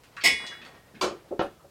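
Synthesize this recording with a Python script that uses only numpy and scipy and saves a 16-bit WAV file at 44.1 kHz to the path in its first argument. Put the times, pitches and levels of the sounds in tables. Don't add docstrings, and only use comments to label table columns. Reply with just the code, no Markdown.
import sys
import numpy as np
from scipy import signal
from scipy.fft import rfft, irfft, next_fast_len
from scipy.io import wavfile
from scipy.ndimage import map_coordinates

SR = 44100
rng = np.random.default_rng(int(sys.argv[2]) if len(sys.argv) > 2 else 0)


def generate_wav(signal):
    frames = np.transpose(np.atleast_2d(signal))
    scaled = np.clip(frames, -1, 1) * 32767
    pcm = np.round(scaled).astype(np.int16)
    wavfile.write(sys.argv[1], SR, pcm)


N = 74970

DIRECT_DB = -13
METAL_ROOM_DB = -17


def amp(db):
    return 10 ** (np.asarray(db) / 20)


def along(points, hz):
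    f, v = np.transpose(points)
    return np.interp(np.log(hz + 1), np.log(f + 1), v)


def add(track, s, sound):
    part = track[round(s * SR):][:len(sound)]
    part += sound[:len(part)]


def noise(colour):
    hz = np.fft.rfftfreq(N, 1 / SR)
    coloured = irfft(rfft(rng.standard_normal(N)) * amp(along(colour, hz)), N)
    return coloured / np.sqrt(np.mean(coloured ** 2))


JAG_DB, JAG_HZ, JAG_FROM_HZ = 6, 45, 900


def click(db_of_hz, size=4096):
    hz = np.fft.rfftfreq(size, 1 / SR)
    knots = np.arange(0, SR / 2 + JAG_HZ, JAG_HZ)
    jag = np.interp(hz, knots, rng.standard_normal(len(knots)))
    jag_db = JAG_DB * hz / (hz + JAG_FROM_HZ) * jag
    cepstrum = irfft(np.log(amp(db_of_hz(hz) + jag_db) + 1e-6), size)
    cepstrum[1:size // 2] *= 2
    cepstrum[size // 2 + 1:] = 0
    pulse = irfft(np.exp(rfft(cepstrum)), size)
    return pulse / np.linalg.norm(pulse)


WAVER_DB, WAVER_RATE = 2, 22


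def ring(modes, rise_s, seconds=1):
    t = np.arange(int(seconds * SR)) / SR
    hz, db, t60 = np.transpose(modes)[..., None]
    level_change_db, phase_cycles = rng.standard_normal((2, len(modes), 1))
    knots = np.arange(int(seconds * WAVER_RATE) + 2) / WAVER_RATE
    knot_values = rng.standard_normal((len(modes), len(knots)))
    waver = np.array([np.interp(t, knots, row) for row in knot_values])
    envelope = amp(db + level_change_db + WAVER_DB * waver - 60 * t / t60)
    waves = envelope * np.sin(2 * np.pi * (hz * t + phase_cycles))
    return waves.sum(0) * (1 - np.exp(-t / rise_s))


# pitch_hz, t60_s
ROOM_DECAY = [(60, 0.39), (250, 0.47), (500, 0.22), (1500, 0.3), (4000, 0.23), (8000, 0.22), (15000, 0.09)]
ROOM_RISE_S = 0.0016


def room(x, length):
    hz, t, bands = signal.stft(rng.standard_normal(SR // 2), SR, nperseg=256)
    t60 = length * along(ROOM_DECAY, hz)[:, None]
    tail = signal.istft(bands * amp(-60 * t / t60), SR, nperseg=256)[1]
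    tail = tail * (1 - np.exp(-np.arange(len(tail)) / SR / ROOM_RISE_S))
    return signal.fftconvolve(x, tail / np.linalg.norm(tail))


def heard(x, wet_db=0, direct_db=0, length=1):
    wet = amp(wet_db) * room(x, length)
    return wet + amp(direct_db) * np.pad(x, (0, len(wet) - len(x)))


# pitch_hz, relative_level_db (per Hz)
TONE_COLOUR = [(24, -48), (40, -1.5), (134, 1.5), (245, -12), (366, -7), (976, -11.5), (1880, -20.5),
               (2020, -23.5), (3990, -19), (14000, -25.5), (16300, -28)]
TONE_DB = -60


def room_tone():
    return amp(TONE_DB) * noise(TONE_COLOUR)


# time_s, level_db (before flutter)
RUSTLE_SWELL = [(0.0, -63), (0.298, -53), (.75, -54.5), (.88, -63), (0.999, -56.5), (1.7, -63.5)]
# pitch_hz, relative_level_db (per Hz)
RUSTLE_COLOUR = [(60, -43), (120, -5), (500, -5), (1000, -10), (2500, -16.5), (5000, -27), (9000, -52.5)]
FLUTTER_DB, FLUTTER_RATE = 2.5, 25


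def rustle():
    t = np.arange(N) / SR
    s, db = np.transpose(RUSTLE_SWELL)
    knots = rng.standard_normal(int(N * FLUTTER_RATE / SR) + 4)
    flutter = map_coordinates(knots, [t * FLUTTER_RATE])
    return amp(np.interp(t, s, db) + FLUTTER_DB * flutter) * noise(RUSTLE_COLOUR)


# start_s, level_db, centre_hz, half_width_octaves (to -6 dB)
TICKS = [(0.036, -28.5, 1860, 1.55), (.127, -34.5, 1200, 1.5), (.167, -20, 2700, 0.94),
         (.166, -18, 2600, 0.13), (0.17, -11.5, 1435, 0.43), (.213, -13, 2570, 0.78),
         (0.206, -16, 2450, 0.16), (0.205, -19, 4500, 0.045), (.31, -26, 63.5, 0.55),
         (0.401, -19.5, 980, 0.78), (.44, -18, 1110, 1.1), (0.466, -13.5, 4000, 0.76),
         (0.516, -14.5, 1620, 0.63), (.617, -19, 1950, 0.92), (0.651, -21.5, 1290, 1.47),
         (.645, -27.5, 4450, 0.019), (0.654, -38.5, 8280, .004), (.745, -28.5, 1170, 1.27),
         (.775, -35.5, 667, 2), (.938, -20.5, 194, 0.74), (0.945, -28.5, 1620, 0.17),
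         (0.951, -27.5, 2800, 0.66), (1.226, -35.5, 477, 0.5), (1.248, -29.5, 520, 0.69),
         (1.393, -14.5, 3250, 0.58), (1.422, -31, 8600, 0.54), (1.596, -31, 1070, 0.35)]
TICK_DIRECT_DB = -5.5


def ticks():
    out = np.zeros(N)
    for s, db, centre_hz, octaves in TICKS:
        def bump(hz):
            distance = np.log2((hz + 1) / centre_hz) / octaves
            return np.maximum(-6 * distance ** 2, -60)
        add(out, s, amp(db) * heard(click(bump), 0, TICK_DIRECT_DB))
    return out


# start_s, level_db, softness_cutoff_hz
KNOCKS = [(1.027, -24, 636), (1.039, -24.5, 674), (1.058, -30, 695), (1.075, -40, 1180), (1.11, -29.5, 524),
          (1.309, -32, 450), (1.313, -27.5, 546), (1.322, -31.5, 615), (1.394, -22.5, 3900),
          (1.412, -25.5, 1515), (1.436, -36, 1220), (1.643, -47.5, 610)]
# pitch_hz, level_db, t60_s
WOOD = [(207, -15, 0.1), (351.6, -2, 0.067), (389, -3, 0.072), (520, 1, 0.053), (563.4, -1.5, 0.13),
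        (692, -2, 0.083), (775, -1, 0.068), (881, -3.5, 0.06), (1060, -12.5, 0.068), (1320, -11, 0.12),
        (1399, -14.5, 0.12), (1824, -7.5, 0.023)]
# pitch_hz, relative_level_db (per Hz)
KNOCK_CRACK = [(24, -36), (40, -19), (220, -20.5), (392, 2), (615, -4.5), (1680, -8), (1850, -14),
               (2210, -13.5), (3470, -15), (16000, -84)]
KNOCK_CRACK_DB, WOOD_ROOM_DB = 19, -8
CONTACT_CYCLES = 1.2
KNOCK_ECHO = 0.7
SHAKE_DB, SHAKE_HZ = -12, 2800


def knocks():
    out = np.zeros(N)
    shaken = [mode for mode in STEEL if mode[0] > SHAKE_HZ]
    for s, db, soft_hz in KNOCKS:
        def dull(hz):
            return -10 * np.log10(1 + (hz / soft_hz) ** 6)

        def soften(modes):
            return [(hz, level + dull(hz), t60) for hz, level, t60 in modes]

        wood = ring(soften(WOOD), CONTACT_CYCLES / soft_hz, seconds=.3)
        crack = click(lambda hz: along(KNOCK_CRACK, hz) + dull(hz))
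        add(out, s, amp(db) * heard(wood, WOOD_ROOM_DB, 0, KNOCK_ECHO))
        add(out, s, amp(db + KNOCK_CRACK_DB) * heard(crack, 0, DIRECT_DB, KNOCK_ECHO))
        add(out, s, amp(db + SHAKE_DB) * ring(soften(shaken), STEEL_RISE_S))
    return out


# start_s, crack_db, ring_db
CLACKS = [(1.012, 3, 0.5), (1.022, -1, -38), (1.04, -5.5, -11)]
# pitch_hz, relative_level_db (per Hz)
CLACK_CRACK = [(350, 3.5), (600, -3.5), (881, -6.5), (1080, 2.5), (2040, -15), (2270, -11), (4400, -10.5),
               (4780, -11), (7520, -22), (15100, -34.5), (16000, -57.5)]
# pitch_hz, level_db, t60_s
CLACK_RING = [(1026, -20.5, 0.049), (2318, -26.5, 0.067), (2746, -21.5, 0.034), (3495, -18, 0.03),
              (4645, -24.5, 0.061), (6020, -29, 0.043), (6675, -44, 0.36)]
CLACK_RISE_S = 0.0034


def clack():
    out = np.zeros(N)
    colour = [(200, -47)] + list(CLACK_CRACK)
    for s, db, ring_db in CLACKS:
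        metal = ring(CLACK_RING, CLACK_RISE_S, seconds=.5)
        crack = click(lambda hz: along(colour, hz))
        add(out, s, amp(ring_db) * heard(metal, METAL_ROOM_DB))
        add(out, s, amp(db) * heard(crack, 0, DIRECT_DB))
    return out


# start_s, crash_db
CLANKS = [(.238, 8), (.249, 6.5), (.259, 8)]
# pitch_hz, relative_level_db (per Hz)
CLANK_CRACK = [(24, -76), (40, -36), (433, -13), (542, -17), (715, -12.5), (1760, -29), (1950, 0),
               (2210, -5.5), (2700, -12.5), (4800, -17), (5180, -9.5), (6020, -23.5), (8340, -20.5),
               (16000, -34.5)]
# pitch_hz, level_db, t60_s (before the touch)
STEEL = [(1064, -40, 0.5), (1653, -33, 0.35), (1862, -42, 1.52), (1896, -37, 1), (1995, -19, 0.37),
         (2038, -26, 0.6), (2150, -23, 0.45), (2213, -16, 0.32), (2449, -27, 0.44), (2905, -33, 0.92),
         (3396, -33, 1.3), (3528, -31, 0.43), (3915, -45, 1.1), (4461, -37, 0.5), (4971, -40, 0.76),
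         (5031, -36, 0.55), (5628, -44, 0.62), (6249, -40, 0.39), (6907, -44, 0.5), (8240, -50, 0.9),
         (9657, -43, 0.48), (9823, -45, 0.45), (10351, -49, 0.58), (12970, -42, 0.25)]
# pitch_hz, level_db, t60_s
PLATE = [(1933, -18, 0.22), (2023, -26, 0.4), (2187, -17, 0.19), (2241, -15, 0.18), (2315, -28, 0.2),
         (2385, -28, 0.25), (2486, -19, 0.17), (2525, -21, 0.19), (2950, -17, 0.1), (3210, -23, 0.16),
         (4307, -27, 0.18), (4635, -24, 0.12), (5114, -16, 0.17), (5189, -19, 0.2), (5239, -27, 0.22),
         (5315, -26, 0.16), (5549, -22, 0.15), (6584, -20, 0.14), (6648, -32, 0.22), (7932, -26, 0.21),
         (8154, -23, 0.16), (8712, -32, 0.19), (11161, -30, 0.14)]
STEEL_DB, STEEL_RISE_S, PLATE_RISE_S = 1.5, 0.02, 0.024
TOUCH_S, TOUCH_T60_S, TOUCH_HZ = 0.57, 0.89, 1950


def clank():
    out = np.zeros(N)
    start = CLANKS[0][0]
    since_touch = np.maximum(np.arange(SR) / SR + start - TOUCH_S, 0)
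    lower = [mode for mode in STEEL if mode[0] < TOUCH_HZ]
    upper = [mode for mode in STEEL if mode[0] >= TOUCH_HZ]
    damping = amp(-60 * since_touch / TOUCH_T60_S)
    frame = ring(lower, STEEL_RISE_S) + ring(upper, STEEL_RISE_S) * damping
    plate = ring(PLATE, PLATE_RISE_S)
    add(out, start, heard(amp(STEEL_DB) * frame + plate, METAL_ROOM_DB))
    for s, db in CLANKS:
        crash = click(lambda hz: along(CLANK_CRACK, hz))
        add(out, s, amp(db) * heard(crash, 0, DIRECT_DB))
    return out


def scene():
    return (room_tone() + rustle() + ticks() + knocks() + clack() + clank())[None]


TOP_HZ = 16450


def record(dry):
    size = next_fast_len(N + SR // 2)
    kept = np.fft.rfftfreq(size, 1 / SR) < TOP_HZ
    return irfft(rfft(dry, size) * kept, size)[..., :N]


dry = scene()
out = record(dry)
generate_wav(out)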